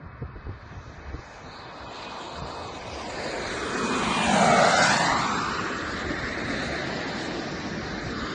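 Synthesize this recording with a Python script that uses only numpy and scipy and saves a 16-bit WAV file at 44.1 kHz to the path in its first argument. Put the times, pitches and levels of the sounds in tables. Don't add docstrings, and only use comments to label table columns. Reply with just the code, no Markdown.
import sys
import numpy as np
from scipy import signal
from scipy.fft import dct
from scipy.io import wavfile
from scipy.ndimage import uniform_filter1d, map_coordinates

SR = 44100
rng = np.random.default_rng(int(sys.argv[2]) if len(sys.argv) > 2 else 0)


def digitize_waveform(pressure):
    field = np.atleast_2d(pressure).T
    bounded = np.clip(field, -1, 1)
    quanta = np.round(bounded * 32767).astype(np.int16)
    wavfile.write(sys.argv[1], SR, quanta)


def invert_db(x):
    u = np.asarray(x, float) / 20
    return 10 ** u


N = 367794


def rms_one(x):
    return x / np.sqrt(np.mean(x ** 2) + 1e-20)


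def in_time(rows):
    s, *columns = np.transpose(rows)
    return [np.interp(np.arange(N) / SR, s, column) for column in columns]


def drift(rate_hz):
    coarse, run_in = 40, 2000
    r = np.exp(-2 * np.pi * rate_hz * coarse / SR)
    noise = rng.standard_normal(N // coarse + run_in + 2)
    slow = signal.lfilter([1], [1, -2 * r, r * r], noise)[run_in:]
    return np.interp(np.arange(N) / coarse, np.arange(len(slow)), rms_one(slow))


def band(x, low_hz, high_hz):
    return signal.sosfilt(signal.butter(2, [low_hz, high_hz], "band", fs=SR, output="sos"), x)


def patchy_noise(colour, low_hz, high_hz, slow_db, fast_db):
    count = int(np.ceil(3 * np.log2(high_hz / low_hz)))
    edges = np.geomspace(low_hz, high_hz, 1 + count)
    white, out = rng.standard_normal((2, N)), 0
    hz, db = np.transpose(colour)
    for k, (low, high) in enumerate(zip(edges, edges[1:])):
        level_db = np.interp(np.log(low * high) / 2, np.log(hz), db)
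        flicker_db = slow_db * drift(5.2) + fast_db * drift(23)
        out = out + invert_db(level_db + flicker_db) * band(white[k % 2], low, high)
    return rms_one(out)


# frequency in Hz, density in dB per Hz.
WIND_SPECTRUM = [(15, -42), (25, -16.5), (45, -4), (75, 3), (129, -3), (168, -11.5), (300, -43), (390, -45),
                 (660, -120)]
# time in seconds, level in dB.
BREEZE_LEVEL = [(0, -46), (1.5, -48.5), (2.0, -54), (2.6, -49.5), (3.9, -44.5), (5.0, -46.5), (6.3, -42.5),
                (8.34, -46)]
# time of the peak in seconds, peak level in dB.
GUST_PEAKS = [(0.0, -36), (.23, -37.5), (.37, -40), (.49, -36.5), (.76, -39), (.88, -37), (.99, -38),
              (1.11, -36.5), (1.46, -40), (1.86, -42), (2.42, -37.5), (3.14, -41.5), (3.48, -44),
              (4.04, -40.5), (4.27, -39), (4.5, -41), (5.13, -39.5), (5.55, -49), (5.85, -45), (6.079, -36),
              (6.2, -36), (7.15, -44), (7.55, -44), (7.69, -39.5), (7.87, -35), (8.06, -34), (8.18, -48),
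              (8.27, -46)]
GUST_RISE_S, GUST_FALL_S = 0.037, .06


def gust_envelope():
    peak_s, peak_db = np.transpose(GUST_PEAKS)[:, :, None]
    since = np.arange(N) / SR - peak_s
    shapes = np.exp(-np.abs(since) / np.where(since < 0, GUST_RISE_S, GUST_FALL_S))
    return (invert_db(peak_db) * shapes).max(axis=0)


def wind():
    gusts = gust_envelope()
    strength = np.hypot(invert_db(in_time(BREEZE_LEVEL)[0]), gusts)
    rumble = strength * patchy_noise(WIND_SPECTRUM, 25, 302, slow_db=-2.0, fast_db=-2.5)
    flap = rms_one(band(rng.standard_normal(N), 145, 480))
    return rumble + invert_db(-11) * gusts * flap


# start in seconds, peak in dB, pitch in Hz, 60 dB decay time in seconds.
GUST_THUMPS = [(0.051, -40, 87, 0.037), (0.218, -21, 138, 0.078), (0.354, -28.5, 71, 0.15),
               (0.466, -21, 69, 0.037), (0.489, -24, 82.5, 0.081), (0.722, -28.5, 200, 0.051),
               (1.102, -36, 94, 0.078), (1.139, -17.5, 68, 0.051), (1.189, -23, 67, 0.046),
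               (2.419, -22, 140, 0.075), (6.101, -15, 294, 0.057)]


def gust_thumps():
    t = np.arange(int(.2 * SR)) / SR
    out = np.zeros(N)
    for s, db, hz, t60 in GUST_THUMPS:
        puff = rms_one(band(rng.standard_normal(len(t)), 125, 430))
        swing = np.sin(2 * np.pi * hz * t) + 0.44 * puff
        onset, decay = 1 - np.exp(-t / .004), invert_db(-60 * t / t60)
        at = round(s * SR)
        out[at:at + len(t)] += invert_db(db - 1.0) * onset * decay * swing
    return out


SPEED, SLOWING, NEAREST_M, NEAREST_S, SOUND = 44.4, 2.885, 18.08, 4.589, 343


def flight_path():
    u = np.arange(-7, 6, .001)
    along = SPEED * u - SLOWING * u * u / 2
    metres = np.hypot(along, NEAREST_M)
    heard = NEAREST_S + u + (metres - NEAREST_M) / SOUND
    doppler = np.gradient(u, heard)
    return in_time(np.c_[heard, metres, -along / metres, doppler, u])


# time in seconds, height in m, echo strength 0-1, treble share left 0-1.
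ASPHALT_ECHO = [(0, 22.4, 0.35, 0), (.7, 14.9, 0.29, 0.04), (1.8, 4.74, 0.24, 0.14), (2.6, 3.3, 1, .6),
                (3.1, 3.48, 1, 0.65), (3.9, 3.15, .45, 0.2), (4.25, 3.2, .45, .5), (4.5, 3.05, 0.8, 0.2),
                (5.0, 3.16, 0.9, .65), (5.7, 3.6, .55, .15), (6.7, 4.47, 0.75, 0.4), (7.6, 5.2, 0.43, 0),
                (8.34, 9.3, 0.7, 0.47)]


def off_asphalt(x, split_hz, shimmer_ms):
    mic_height_m = 1.5
    height, strength, treble = in_time(ASPHALT_ECHO)
    lag_ms = 2000 * height * mic_height_m / (flight_path()[0] * SOUND)
    lag_ms = lag_ms + shimmer_ms * drift(6)
    echo = map_coordinates(x, [np.arange(N) - lag_ms * SR / 1000], order=3, mode="nearest")
    low = signal.sosfiltfilt(signal.butter(2, split_hz, fs=SR, output="sos"), echo)
    reflected = low + np.clip(treble, 0, .75) * (echo - low)
    return (x + np.clip(strength, 0, .66) * reflected) / np.sqrt(1.5)


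# centre in seconds, half length in seconds, centre in Hz, width in Hz, level in
# dB.
ROAR_SWELLS = [(0.857, 0.18, 5750, 1130, -58.5), (1.35, 0.22, 5600, 1700, -54),
               (1.568, 0.11, 4180, 1040, -45.5), (2.028, 0.089, 2430, 1200, -41.5),
               (2.978, 0.091, 4900, 790, -43), (3.335, 0.18, 480, 217, -36),
               (3.897, 0.15, 255, 90, -29), (3.861, 0.26, 393, 159, -30.5),
               (4.499, 0.38, 362, 125.7, -27), (3.05, 0.2, 2000, 510, -47),
               (3.953, 0.13, 1090, 360, -34.5), (4.243, 0.32, 2960, 802, -31),
               (4.41, 0.3, 211.5, 81.5, -24.5), (4.502, .2, 720, 255, -21.5),
               (4.805, 0.23, 1452, 327, -25.5), (4.809, 0.1, 5180, 1600, -34.5),
               (4.909, 0.083, 2060, 583, -27), (4.912, 0.061, 183, 87, -29.5),
               (5.702, 0.28, 2295, 890, -41), (7.804, .5, 190.6, 113, -41.5),
               (6.496, 0.76, 1898, 379, -39.5), (6.613, 0.13, 3500, 2970, -38),
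               (7.22, 0.038, 3500, 3700, -37.5), (7.7, 0.6, 5690, 813, -48)]


def swells():
    t, white, out = np.arange(N) / SR, rng.standard_normal(N), 0
    for s, half, hz, width_hz, db in ROAR_SWELLS:
        bell = np.exp(-((t - s) / half) ** 2)
        out = out + invert_db(db) * bell * rms_one(band(white, hz - width_hz / 2, hz + width_hz / 2))
    return out


# frequency in Hz, density in dB per Hz.
JET_SPECTRUM = [(59, -34), (100, -13), (291, -6), (403, -9), (688, -4), (1070, -1), (1270, -7), (1530, -7),
                (1890, -8.5), (2570, -18), (3910, -14.5), (5830, -18.5), (6290, -19), (7330, -22.5),
                (9580, -52), (12500, -82), (21100, -120)]
PART_EDGES_HZ = 130, 450, 2300, 5300, 7600, 10500
# time in seconds, roar in dB as at the nearest distance, brightness in dB.
ENGINE_EFFORT = [(0, -21.5, -15.5), (.6, -22.5, -2), (1.1, -20.5, -3.5), (1.55, -19.5, -4),
                 (2.05, -18.5, 5), (2.8, -21, 2.5), (3.35, -17.5, 0.5), (3.8, -21.5, 4.5), (4.2, -21, 0.5),
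                 (4.55, -20, 0.5), (4.92, -17.5, 5), (5.12, -17.5, -1), (5.6, -19.5, -1), (6.3, -18, 0.5),
                 (6.62, -14.5, 0), (7.2, -14, 2.5), (7.75, -15.5, 0), (8.34, -13.5, 5.5)]
# level in dB against the roar, air loss in dB per 100 m,
# dB louder ahead than abeam, share of the brightness.
JET_PARTS = [
    (-11.5, -2, -2, .1),
    (0, 0.5, 0.5, 0),
    (-10, 0.5, 0, 0.73),
    (-12.5, 9.5, 1.5, 1.4),
    (-20, 16.5, 6, 0.79),
]


def jet_noise():
    metres, ahead, _, _ = flight_path()
    roar_db, bright_db = in_time(ENGINE_EFFORT)
    roar_db = roar_db - 20 * np.log10(metres / NEAREST_M)
    slow_dbs, fast_dbs = [2.1, 0.3, 0.52, 0.24, 0.24], [1.1, 0.51, 1.8, 2.7, 1.8]
    out = 0
    for part, low, high, slow, fast in zip(JET_PARTS, PART_EDGES_HZ, PART_EDGES_HZ[1:], slow_dbs, fast_dbs):
        db, loss, lobe, share = part
        level_db = roar_db + db - loss * metres / 100 + lobe * ahead + share * bright_db
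        out = out + invert_db(level_db) * patchy_noise(JET_SPECTRUM, low, high, slow, fast)
    return out


def tone(hz, db, wobble_hz, twinkle_db):
    phase = 2 * np.pi * np.cumsum(hz + wobble_hz * drift(15)) / SR
    return np.sqrt(2) * invert_db(db + twinkle_db * drift(10)) * np.sin(phase)


# time in seconds, shaft level in dB, blade level in dB.
FIRST_ENGINE = [(0, -74, -105), (1.7, -64, -88), (2.55, -58, -83), (3.4, -61, -75), (3.78, -46, -68),
                (4.2, -42, -51), (4.5, -39, -46), (4.8, -38, -46), (5.15, -43, -47), (5.4, -62, -50),
                (5.55, -70, -58), (5.75, -80, -55), (6.2, -100, -80), (6.4, -130, -130)]


def first_turbine():
    blade_per_shaft, beat_hz, beat_db, crest_s = 3.775, 3.2, 3.5, 4.5
    metres, _, doppler, since = flight_path()
    shaft_db, blade_db = in_time(FIRST_ENGINE)
    blade_hz = (8266.5 + 52.9 * since) * doppler
    beat = np.cos(2 * np.pi * beat_hz * (np.arange(N) / SR - crest_s))
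    shaft_db = shaft_db + beat_db * np.sqrt(NEAREST_M / metres) * beat
    return tone(blade_hz / blade_per_shaft, shaft_db + 3, 5, 2) + tone(blade_hz, blade_db, 13, 3)


# time in seconds, pitch in Hz.
SECOND_SHAFT_PITCH = [(1.7, 2525), (1.95, 2498), (2.2, 2483)]
# time in seconds, level in dB.
SECOND_SHAFT_LEVEL = [(1.6, -80), (1.85, -60), (1.95, -62), (2.08, -49), (2.2, -60), (2.3, -86)]
# time in seconds, pitch in Hz.
SECOND_BLADE_PITCH = [(5.7, 7710), (6.1, 7680), (6.24, 7730), (6.31, 7822), (6.45, 8170), (6.59, 8620),
                      (6.73, 9200), (6.85, 9700)]
# time in seconds, level in dB.
SECOND_BLADE_LEVEL = [(5.6, -130), (5.75, -75), (5.88, -64), (6.1, -70), (6.35, -66), (6.5, -65),
                      (6.66, -59), (6.75, -63), (6.85, -130)]


def second_turbine():
    shaft = tone(*in_time(SECOND_SHAFT_PITCH), *in_time(SECOND_SHAFT_LEVEL), 4.6, 2.2)
    blade = tone(*in_time(SECOND_BLADE_PITCH), *in_time(SECOND_BLADE_LEVEL), 12, 3)
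    return shaft + blade


def scene():
    roar = off_asphalt(jet_noise() + swells(), split_hz=1900, shimmer_ms=.02)
    return (wind() + gust_thumps() + roar + first_turbine() + second_turbine())[None]


# time in seconds, share turned away 0-1.
HANDSET_TURN = [
    (4.0, 0),
    (5.3, 1),
]
# frequency in Hz, width in Hz, depth facing 0-1, depth turned away 0-1.
PORT_RESONANCES = [(856, 83, 0.43, 0.39), (1003.5, 250, 0.078, 0.37), (1865, 420, 0.2, 0.011),
                   (2232, 330, 0.073, 0.24), (2844, 230, 0.53, 0.29), (3283, 360, 0.35, .5),
                   (4740, 580, 0.017, 0.22), (5317, 740, 0.76, 0.32), (6090, 360, 0.35, 0.67),
                   (8190, 800, 0.37, 0.27)]


def port(x):
    turned = np.clip(in_time(HANDSET_TURN)[0], 0, 1)
    for hz, width_hz, facing, away in PORT_RESONANCES:
        r = np.exp(-np.pi * width_hz / SR)
        poles = [1, -2 * r * np.cos(2 * np.pi * hz / SR), r * r]
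        ring = signal.lfilter(np.array([1, 0, -1]) * (1 - r * r) / 2, poles, x)
        depth = np.clip(facing + turned * (away - facing) + .15 * drift(2.5), 0, .75)
        x = x - depth * ring
    return x


# frequency in Hz, dB under the loudest band, dB under the neighbouring bands.
STEP_DEPTH = [(250, 60, 14), (600, 60, 1), (1500, 50, -2), (3000, 44, -4), (5500, 41, -5), (7200, 35, -4)]
STEP_DEPTH_TOP = [(7930, 22, -5), (9500, 22, 0.5), (9400, 22, -3)]


def starve(x, budget_db, tile_db):
    hop, lead, width = 1024, 160, 8
    frames = (N + lead) // hop + 2
    window = np.sin(np.pi * (np.arange(2 * hop) + .5) / (2 * hop))
    padded = np.pad(x, (lead + hop, frames * hop - N - lead))
    lapped = padded[np.arange(frames)[:, None] * hop + np.arange(2 * hop)] * window
    a, b, c, d = np.split(lapped, 4, axis=1)
    lines = dct(np.hstack([-c[:, ::-1] - d, a - b[:, ::-1]]), type=4, norm="ortho")
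    bands = (lines ** 2).reshape(frames, -1, width).mean(axis=2) + 1e-20
    around_db = 10 * np.log10(uniform_filter1d(uniform_filter1d(bands, size=5, axis=1), size=3, axis=0))
    hz, top_db, near_db = np.transpose(list(STEP_DEPTH) + list(STEP_DEPTH_TOP))
    centres = (np.arange(hop // width) + .5) * width * SR / (2 * hop)
    under_top, under_near = np.interp(centres, hz, top_db), np.interp(centres, hz, near_db)
    luck = budget_db * rms_one(uniform_filter1d(rng.standard_normal((frames, 1)), size=2, axis=0))
    loudest_db = around_db.max(axis=1, keepdims=True)
    step_db = np.maximum(loudest_db - under_top + luck, around_db - under_near + .2 * luck)
    step = np.repeat(invert_db(step_db + tile_db * rng.standard_normal(bands.shape)), width, axis=1)
    lines = np.sign(lines) * step * np.floor(np.abs(lines) / step + .4054)
    lines[:, int(9720 * 2 * hop / SR):] = 0
    u, v = np.split(dct(lines, type=4, norm="ortho"), 2, axis=1)
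    unfolded = np.hstack([v, -v[:, ::-1], -u[:, ::-1], -u]) * window
    first, second = np.split(unfolded, 2, axis=1)
    return (first[1:] + second[:-1]).ravel()[lead:lead + N]


def top_cut(x):
    return signal.sosfilt(signal.butter(12, 9730, fs=SR, output="sos"), x)


def record(dry):
    thin = starve(port(dry[0]), budget_db=5.0, tile_db=2.5)
    return top_cut(thin[None])


dry = scene()
out = record(dry)
digitize_waveform(out)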